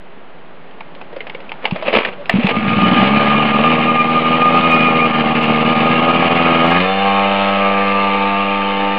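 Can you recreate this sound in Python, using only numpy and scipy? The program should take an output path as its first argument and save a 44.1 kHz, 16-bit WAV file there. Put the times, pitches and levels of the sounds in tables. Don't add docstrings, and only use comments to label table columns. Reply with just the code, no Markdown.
import sys
import numpy as np
from scipy import signal
from scipy.fft import rfft, irfft, next_fast_len
from scipy.io import wavfile
from scipy.ndimage import uniform_filter1d, map_coordinates

SR = 44100
rng = np.random.default_rng(int(sys.argv[2]) if len(sys.argv) > 2 else 0)


def int16_out(signal):
    q = np.round(np.clip(np.atleast_2d(signal).T, -1, 1) * 32767)
    wavfile.write(sys.argv[1], SR, q.astype(np.int16))


def volts_from_decibels(level):
    exponent = np.asarray(level, float) / 20
    return 10 ** exponent


N = 396018

# pitch_hz, level_db (per Hz)
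AIR_SPECTRUM = [(18, -50), (30, -10.5), (128, -6), (165, 3.5), (295, 0.5), (335, -3.5), (365, 2),
                (677, 0.5), (3020, -12.5), (4930, -26.5), (6410, -70.5), (10800, -120)]
# time_s, level_db
AIR_LEVEL = [
    (0.0, -40.5),
    (0.628, -39.5),
    (1.6, -36.5),
]
# delay_s, level_db
ECHOES = [
    (.009, -16),
    (.021, -20),
]
# start_s, peak_db, low_ring_hz, high_ring_hz, high_share_db
CONTACTS = [(0.71, -31.5, 990, 2130, -0.5), (0.806, -10.5, 880, 2200, -13.5), (0.95, -17, 550, 2410, -13.5),
            (1.013, -13, 790, 2560, -14.5), (1.128, -14, 472, 1730, -21.5), (1.163, -6, 520, 1760, -20),
            (1.205, -20, 470, 2080, -1.5), (1.268, -15, 593, 2290, -6.5), (1.297, -19, 824, 2200, 0),
            (1.347, -11, 507, 2230, -12), (1.403, -25, 547, 2680, -4), (1.493, -23.5, 530, 2680, -3),
            (1.518, -11.5, 875, 2270, -6), (1.653, 3, 810, 2170, -6.5), (1.71, -8, 860, 2590, -5.5),
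            (1.759, -2.5, 630, 1780, -19.5), (1.824, -1, 635, 2080, -21.5), (1.929, 2.5, 657, 2500, -17.5),
            (2.049, -9.5, 676, 1730, 4.5), (2.257, -28.5, 487, 2460, 4.5), (2.295, 3, 713, 1800, -6),
            (2.433, -14, 530, 2420, -3.5), (2.468, -3, 840, 2510, -4), (2.492, -5, 747, 2234, -3)]
# pitch_hz, level_db, t60_s
PAWL = [(3430, -8, .09), (4520, -10, .08)]
# start_s, peak_db, pitch_hz
COUGHS = [
    (1.723, -6, 176),
    (2.339, -1.5, 198),
    (2.355, -2, 195),
    (2.385, -2.5, 234),
    (2.444, -0.5, 191.3),
]
# start_s, length_s, pitch_hz, level_db
SPRING = (2.175, .065, 576, -27)
# time_s, effort_db
PULLS = [
    [(1.625, -35.5), (1.665, -26), (1.7, -33), (1.84, -28), (1.87, -18), (1.915, -24.5), (1.935, -12.5), (2.064, -21), (2.15, -39.5)],
    [(2.3, -23), (2.43, -24), (2.474, -18), (2.5, -18.5), (2.55, -19), (2.58, -31)],
]
# pitch_hz, level_db (per Hz)
DRUM_SPECTRUM = [(120, -40.5), (200, -5.5), (361, -10), (477, -1), (555, -2.5), (646, -5.5), (1320, -9),
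                 (1500, -56.5), (1950, -45), (3300, -120)]
# pitch_hz, level_db (per Hz)
RATCHET_SPECTRUM = [(880, -24), (1500, -8), (1670, -5), (1890, -5.5), (2310, 0.5), (2670, -0.5),
                    (3500, -10), (4930, -24), (6410, -59), (10800, -120)]
# pitch_hz, level_db, shift_at_bite_hz
GEAR_WHINES = [(3610, -38, -40), (4160, -43.5, 109)]
# start_s, level_db
SWELLS = [(2.557, -17), (2.712, -15.5), (2.841, -11.5), (2.978, -12), (3.153, -13), (3.309, -11.5),
          (3.544, -11.5), (3.661, -9), (3.788, -16), (3.895, -9), (4.099, -12), (4.168, -9), (4.259, -11.5),
          (4.33, -9), (4.417, -11.5), (4.563, -9), (4.649, -10.5), (4.733, -10), (4.859, -11.5),
          (5.046, -10.5), (5.147, -14), (5.295, -18), (5.547, -18), (5.719, -12.5), (5.92, -16.5),
          (6.096, -12), (6.253, -18), (6.407, -14), (6.613, -14.5), (6.765, -16.5)]
# time_s, pitch_hz, second_mode_db
BELL_TUNING = [(2.55, 1220, -47.5), (2.92, 1218, -22), (4.13, 1212, -18), (4.56, 1228, -23.5),
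               (4.75, 1244, -9.5), (4.95, 1217, -16), (5.33, 1220, -34), (5.7, 1216, -39.5),
               (6.15, 1250, -16), (6.82, 1241, -20)]
# time_s, turns_hz, effort_db
CRANK = [(2.5, 49, -25), (2.61, 54.12, -16.5), (2.97, 61.35, -9), (3.09, 71.5, -11), (3.58, 73.2, -12),
         (3.69, 79.7, -11.5), (4.05, 78.7, -15.5), (4.34, 81.2, -13), (4.77, 82.66, -12), (5.1, 78.08, -13),
         (5.66, 77.06, -12), (6.2, 84.34, -11), (6.67, 82.6, -10.5), (6.81, 91.3, -9), (6.87, 95.5, -17),
         (7.06, 98.74, -13.5), (7.8, 99, -14), (8.98, 99.4, -17)]
# time_s, clutch_grip (0-1), firing_unevenness (0 even, 1 rough)
LOAD = [
    (2.5, 0, 1.5),
    (2.95, 0, 1.4),
    (3.35, 0, .9),
    (4.3, 0, .6),
    (5, 0, .8),
    (6.3, 0, .65),
    (6.76, 0, .35),
    (6.86, 1, .1),
    (8.98, 1, .13),
]
# time_s, level_change_db (below 0 weaker, above 0 stronger)
MISFIRES = [(2.62, -4), (2.706, -0.5), (2.845, -4), (2.904, -7.5), (3.19, -10.5), (3.4, -6), (3.482, -4),
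            (3.527, -14.5), (3.577, -8.5), (3.774, -7), (3.877, -1), (3.982, -11), (4.185, -5.5),
            (4.389, -9), (4.437, -13.5), (4.572, -1), (4.84, 4.5), (5.036, -9.5), (5.125, -19),
            (5.337, -19), (5.467, -9), (5.526, -5.5), (5.639, -17), (5.743, -14.5), (5.886, -6),
            (6.012, -10.5), (6.125, -9), (6.292, -15), (6.343, -12), (6.632, -6)]
# pitch_hz, width_hz, level_db
CHAMBER = [(179, 150, 13.5), (204.5, 35, 24.5)]
# pitch_hz, level_db (per Hz)
IDLE_PIPE = [(180, -32.5), (300, -8), (361, -7), (484, 1.5), (532, -7), (573, 1), (697, -4), (785, 2.5),
             (966, -9.5), (1150, -0.5), (1500, -18), (2530, -120)]
# pitch_hz, level_db (per Hz)
SIDE_PIPE = [(160, -40.5), (280, -10.5), (391, -5), (490, 9), (673, 5), (798, 8.5), (970, -2.5),
             (1080, 3.5), (1200, 8.5), (1320, 1.5), (1410, -9.5), (1950, -19.5), (2540, -52), (4290, -120)]
# pitch_hz, level_db (per Hz)
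REAR_PIPE = [(160, -43.5), (280, -0.5), (394, -5.5), (486, 8), (668, 1), (779, 3.5), (902, 8), (1000, -6.5),
             (1200, 7.5), (1430, -12.5), (1630, -17.5), (1950, -21), (2540, -55), (4290, -120)]
# time_s, rear_share (0-1)
HEADING_AWAY = [
    (7.7, 0),
    (8.2, 0.95),
]
# pitch_hz, level_db (per Hz)
CASING = [(820, -23.5), (1400, -2), (1480, -17), (1630, -2), (1980, -8), (2120, 0), (2300, -1), (2490, 0),
          (2630, -2.5), (2940, -1), (3430, -12.5), (3690, -12), (3930, -17.5), (4340, -19), (4930, -24.5),
          (6410, -72.5), (10800, -120)]
# start_s, peak_db
OVERLOADS = [(2.2941, -32), (2.46, -66), (2.469, -43), (4.7127, -39), (5.432, -41.5), (6.6665, -44),
             (6.703, -41.5), (6.811, -55.5), (2.858, -59)]

FIRES_S = 2.5
MIC_TOP_HZ, MIC_OFFSET = 5145, .0285
IDLE_TURNS_HZ = 80
THUMP_DB, BARK_DB, RASP_DB = -7, -5, -5.5
THUMP_PER_TURN_DB, BARK_PER_TURN_DB, RASP_PER_TURN_DB = -.18, .15, .02
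STUMBLE_S = .052
STUMBLE_DB, STUMBLE_SCATTER_DB = -4.5, 2.5
SWELL_S, REST_S = .046, .12
FOLLOW_DB, FOLLOW_SCATTER_DB = -4, 3.5
RING_CYCLES = 29
HARD_PULL_DB, RATCHET_GROWS, RATCHET_DB = -19.5, 1.07, -1
HARD_DB, LEAD_S, LEAD_DB = 3, .0033, -11
BITE_S, BITE_DB, SETTLE_S = 6.9, 10, .4


def unit(x):
    return x / np.sqrt(np.mean(x ** 2) + 1e-20)


def curves(rows, **ends):
    s, *cols = np.transpose(rows)
    return [np.interp(np.arange(N) / SR, s, c, **ends) for c in cols]


def noise():
    return rng.standard_normal(N)


def tone(hz):
    return np.sin(2 * np.pi * np.cumsum(hz) / SR)


def wobble(rate):
    return map_coordinates(rng.standard_normal(int(N * rate / SR) + 4), [np.arange(N) * rate / SR])


def bumps(rows, rise, fall):
    x, t = np.zeros(N), np.arange(-SR // 8, SR // 8 + 1) / SR
    for s, value in rows:
        x[round(s * SR)] = value
    return signal.fftconvolve(x, np.exp(-(t / np.where(t < 0, rise, fall)) ** 2), "same")


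def between(rows, pace, rest):
    s = [row[0] for row in rows]
    gaps = [(a, b) for a, b in zip(s, s[1:]) if b - a > rest]
    return np.concatenate([np.linspace(a, b, round((b - a) / pace) + 1)[1:-1] for a, b in gaps])


def filtered(x, response):
    m = next_fast_len(N + SR // 2)
    return irfft(rfft(x, m) * response(np.fft.rfftfreq(m, 1 / SR)), m)[..., :N]


def coloured(x, points):
    f, db = np.transpose(points)
    gain = volts_from_decibels(np.interp(np.log(np.fft.rfftfreq(2 ** 14, 1 / SR) + 1), np.log(f), db))
    cepstrum = irfft(np.log(gain + 1e-5))
    cepstrum[1:len(cepstrum) // 2] *= 2
    cepstrum[len(cepstrum) // 2 + 1:] = 0
    return signal.fftconvolve(x, irfft(np.exp(rfft(cepstrum)))[:SR // 8])[:N]


def even(x):
    return x / np.sqrt(np.abs(uniform_filter1d(x ** 2, SR // 4)) + 1e-12)


def ring(x, hz, sharpness):
    return unit(signal.lfilter(*signal.iirpeak(hz, sharpness, SR), x))


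def patchy(x, depth_db):
    z = signal.stft(x, nperseg=2048)[2]
    field = uniform_filter1d(rng.standard_normal(z.shape), size=4, axis=0)
    field = uniform_filter1d(field, size=9, axis=1)
    return signal.istft(z * volts_from_decibels(depth_db * unit(field)), nperseg=2048)[1][:N]


def air():
    level_db, = curves(AIR_LEVEL)
    return volts_from_decibels(level_db + .54 * wobble(1)) * unit(coloured(noise(), AIR_SPECTRUM))


def contacts():
    out, t = np.zeros(N), np.arange(SR // 8) / SR
    for s, db, low_hz, high_hz, high_db in CONTACTS:
        t60 = RING_CYCLES / low_hz
        touch = rng.standard_normal((3, len(t))) * (1 + 1.2 * np.exp(-t / .002))
        low = ring(touch[0], low_hz, 11) * volts_from_decibels(-50 * t / t60)
        shell = ring(ring(touch[2], 2500, 2.2), 2500, 2.2)
        high = (ring(touch[1], high_hz, 6.4) + .7 * shell) * volts_from_decibels(high_db + 5 - 65 * t / t60)
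        hit = out[round(s * SR):][:len(t)]
        hit += volts_from_decibels(db - 8) * (.71 * low + high) * (1 - np.exp(-t / .001))
        if db > HARD_DB:
            for hz, level, life in PAWL:
                hit += volts_from_decibels(db - 10 + level - 60 * t / life) * np.sin(2 * np.pi * hz * t)
            out[round((s - LEAD_S) * SR):][:len(t)] += volts_from_decibels(db - 12 + LEAD_DB) * high
    return out


def coughs():
    out, t = np.zeros(N), np.arange(SR // 8) / SR
    for s, db, hz in COUGHS:
        envelope = volts_from_decibels(db + 3.5 - 60 * t / .065) * (1 - np.exp(-t / .0017))
        out[round(s * SR):][:len(t)] += envelope * np.sin(2 * np.pi * hz * t)
    return out


def recoil_spring():
    out, t = np.zeros(N), np.arange(SR // 8) / SR
    s, life, hz, db = SPRING
    envelope = volts_from_decibels(db) * np.sin(np.pi * np.clip(t / life, 0, 1))
    out[round(s * SR):][:len(t)] += envelope * np.sin(2 * np.pi * hz * t)
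    return out


def cord_scrape():
    drum_db = np.max([curves(pull, left=-120, right=-120)[0] for pull in PULLS], axis=0)
    ratchet_db = HARD_PULL_DB + RATCHET_DB + RATCHET_GROWS * (drum_db - HARD_PULL_DB)
    teeth = volts_from_decibels(3.5 * wobble(250) + 2.5 * wobble(60))
    drum = unit(teeth * coloured(noise(), DRUM_SPECTRUM))
    ratchet = unit(teeth * coloured(noise(), RATCHET_SPECTRUM))
    return volts_from_decibels(drum_db) * drum + volts_from_decibels(ratchet_db) * ratchet


def gears():
    grip, _ = curves(LOAD)
    bite = np.exp(-np.abs(np.arange(N) / SR - BITE_S) / SETTLE_S)
    whines = np.zeros(N)
    for hz, db, off_hz in GEAR_WHINES:
        level = volts_from_decibels(db + 1.5 * wobble(4) + 2.4 * wobble(30))
        glide = 1 + .005 * wobble(3.5) + .004 * wobble(60)
        whines += level * tone((hz + off_hz * bite) * glide)
    return np.sqrt(grip) * volts_from_decibels(BITE_DB * bite) * whines


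def clutch_bell():
    hz, second_db = curves(BELL_TUNING)
    s = between(SWELLS, SWELL_S, REST_S)
    follow_db = np.interp(s, *np.transpose(SWELLS)) + FOLLOW_DB
    follow_db += FOLLOW_SCATTER_DB * rng.standard_normal(len(s))
    swells = SWELLS + list(zip(s, follow_db))
    power = bumps([(s + .012, volts_from_decibels(2 * db)) for s, db in swells], rise=.03, fall=.011)
    swell = np.sqrt(np.abs(power))
    swell += .1 * uniform_filter1d(swell, SR // 6)
    glide = 1 + .004 * wobble(22) + .002 * wobble(120)
    first = 1.02 * swell * volts_from_decibels(.8 * wobble(90)) * tone(hz * glide)
    whine = tone(1.985 * hz * (1 + .0044 * wobble(60)))
    ringing = uniform_filter1d(swell, SR // 20) > 1e-3
    return first + volts_from_decibels(second_db - 6 + 5.1 * wobble(40)) * ringing * even(swell + .068) * whine


def crank_turns(speed, rough):
    s = between(MISFIRES, STUMBLE_S, STUMBLE_S)
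    stumbles = list(zip(s, STUMBLE_DB + STUMBLE_SCATTER_DB * rng.standard_normal(len(s))))
    weak_db = bumps(MISFIRES + stumbles, rise=.0062, fall=.0097)
    lag_db = weak_db - uniform_filter1d(weak_db, SR // 5)
    turns = np.cumsum(speed * (1 + .004 * lag_db + .012 * rough * wobble(14))) / SR
    return turns, weak_db


def firings(turns, scatter, size_db):
    at = np.flatnonzero(np.diff(np.floor(turns)))
    chance = rng.standard_normal((1000, 2))[:len(at)]
    exact = at + (scatter[at] * chance[:, 0] - turns[at + 1] % 1) / (turns[at + 1] - turns[at])
    taps = np.floor(exact)[:, None] + np.arange(-7, 9)
    weight = np.sinc(taps - exact[:, None]) * volts_from_decibels(size_db[at] * chance[:, 1])[:, None]
    return np.bincount(np.clip(taps, 0, N - 1).astype(int).ravel(), weight.ravel(), N)


def chamber_response(f):
    modes = sum(volts_from_decibels(db) * 1j * f * w / (c * c - f * f + 1j * f * w) for c, w, db in CHAMBER)
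    return modes * (1j * f / (1j * f + 120)) ** 2 / np.sqrt(1 + (f / 280) ** 7)


def exhaust_thump(turns, rough, weak_db):
    kicks = unit(firings(turns, .02 * rough, 2.2 * rough)) + .42 * rough ** 2 * noise()
    return even(filtered(kicks, chamber_response)) * volts_from_decibels(1.3 * weak_db)


def pipe_bark(turns, pulses, grip, rough, weak_db):
    puff = np.exp(-(turns % 1) / .5)
    blast = pulses + (.18 + .72 * rough) * unit(puff * noise())
    sweep = lambda f: np.exp(-1j * np.pi * f * f * 7e-6)
    idle = even(filtered(coloured(blast, IDLE_PIPE), sweep)) * volts_from_decibels(.17 * weak_db)
    away, = curves(HEADING_AWAY)
    loaded = (1 - away) * even(coloured(blast, SIDE_PIPE)) + away * even(coloured(blast, REAR_PIPE))
    late = lambda f: np.exp(-2j * np.pi * f * (.002 * (f > 1000) + 3e-6 * f))
    return (1 - grip) * idle + grip * patchy(filtered(loaded, late), 2.6)


def casing_rasp(turns, pulses, grip, rough, weak_db):
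    slap = 1 + (.2 + .5 * grip) * np.cos(2 * np.pi * (turns - .15))
    rattle = unit(slap * volts_from_decibels(1.2 * wobble(300)) * noise())
    driven = filtered(pulses, lambda f: np.exp(-1j * np.pi * f * f * 3e-6))
    clatter = rattle + .8 * grip * driven
    rasp = even(patchy(coloured(clatter, CASING), 2.3)) * volts_from_decibels(.52 * weak_db + .78 * rough * wobble(29))
    rasp[:round(2.56 * SR)] = 0
    return rasp


def engine():
    speed, effort_db = curves(CRANK)
    effort_db[:round(FIRES_S * SR)] = -120
    faster = speed - IDLE_TURNS_HZ
    thump_db = effort_db + THUMP_DB + THUMP_PER_TURN_DB * faster
    bark_db = effort_db + BARK_DB + BARK_PER_TURN_DB * faster
    rasp_db = effort_db + RASP_DB + RASP_PER_TURN_DB * faster
    grip, rough = curves(LOAD)
    turns, weak_db = crank_turns(speed, rough)
    thump = exhaust_thump(turns, rough, weak_db)
    pulses = unit(firings(turns, .018 * rough + .001, 2.2 * rough + .5))
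    bark = pipe_bark(turns, pulses, grip, rough, weak_db)
    rasp = casing_rasp(turns, pulses, grip, rough, weak_db)
    return volts_from_decibels(thump_db + 4) * thump + volts_from_decibels(bark_db + 1.81) * bark + volts_from_decibels(rasp_db) * rasp


def scene():
    starter = contacts() + coughs() + recoil_spring() + cord_scrape()
    bike = starter + gears() + clutch_bell() + engine()
    echoes = lambda f: 1 + sum(volts_from_decibels(db) * np.exp(-2j * np.pi * f * s) for s, db in ECHOES)
    return (air() + volts_from_decibels(-2) * filtered(bike, echoes))[None]


def top_cut(x):
    return signal.sosfilt(signal.butter(12, 15500, fs=SR, output="sos"), x)


def record(dry):
    x = filtered(dry, lambda hz: 1 / np.sqrt(1 + (hz / 3900) ** 8) / np.sqrt(1 + (60 / (hz + 1)) ** 4))
    x = x / (1 + np.abs(x / .9) ** 6) ** (1 / 6)
    x = filtered(x, lambda hz: hz < MIC_TOP_HZ) + MIC_OFFSET
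    ticks = np.zeros(N)
    for s, db in OVERLOADS:
        ticks[round(s * SR):][:SR // 150] = volts_from_decibels(db + 7) * rng.standard_normal(SR // 150)

    def splash(hz):
        notch = 1 - np.exp(-((hz - 11000) / 1200) ** 4)
        return (hz > MIC_TOP_HZ) * notch / (1 + (hz / 5000) ** 2)

    mix = x + filtered(ticks, splash)
    return top_cut(mix)


dry = scene()
out = record(dry)
int16_out(out)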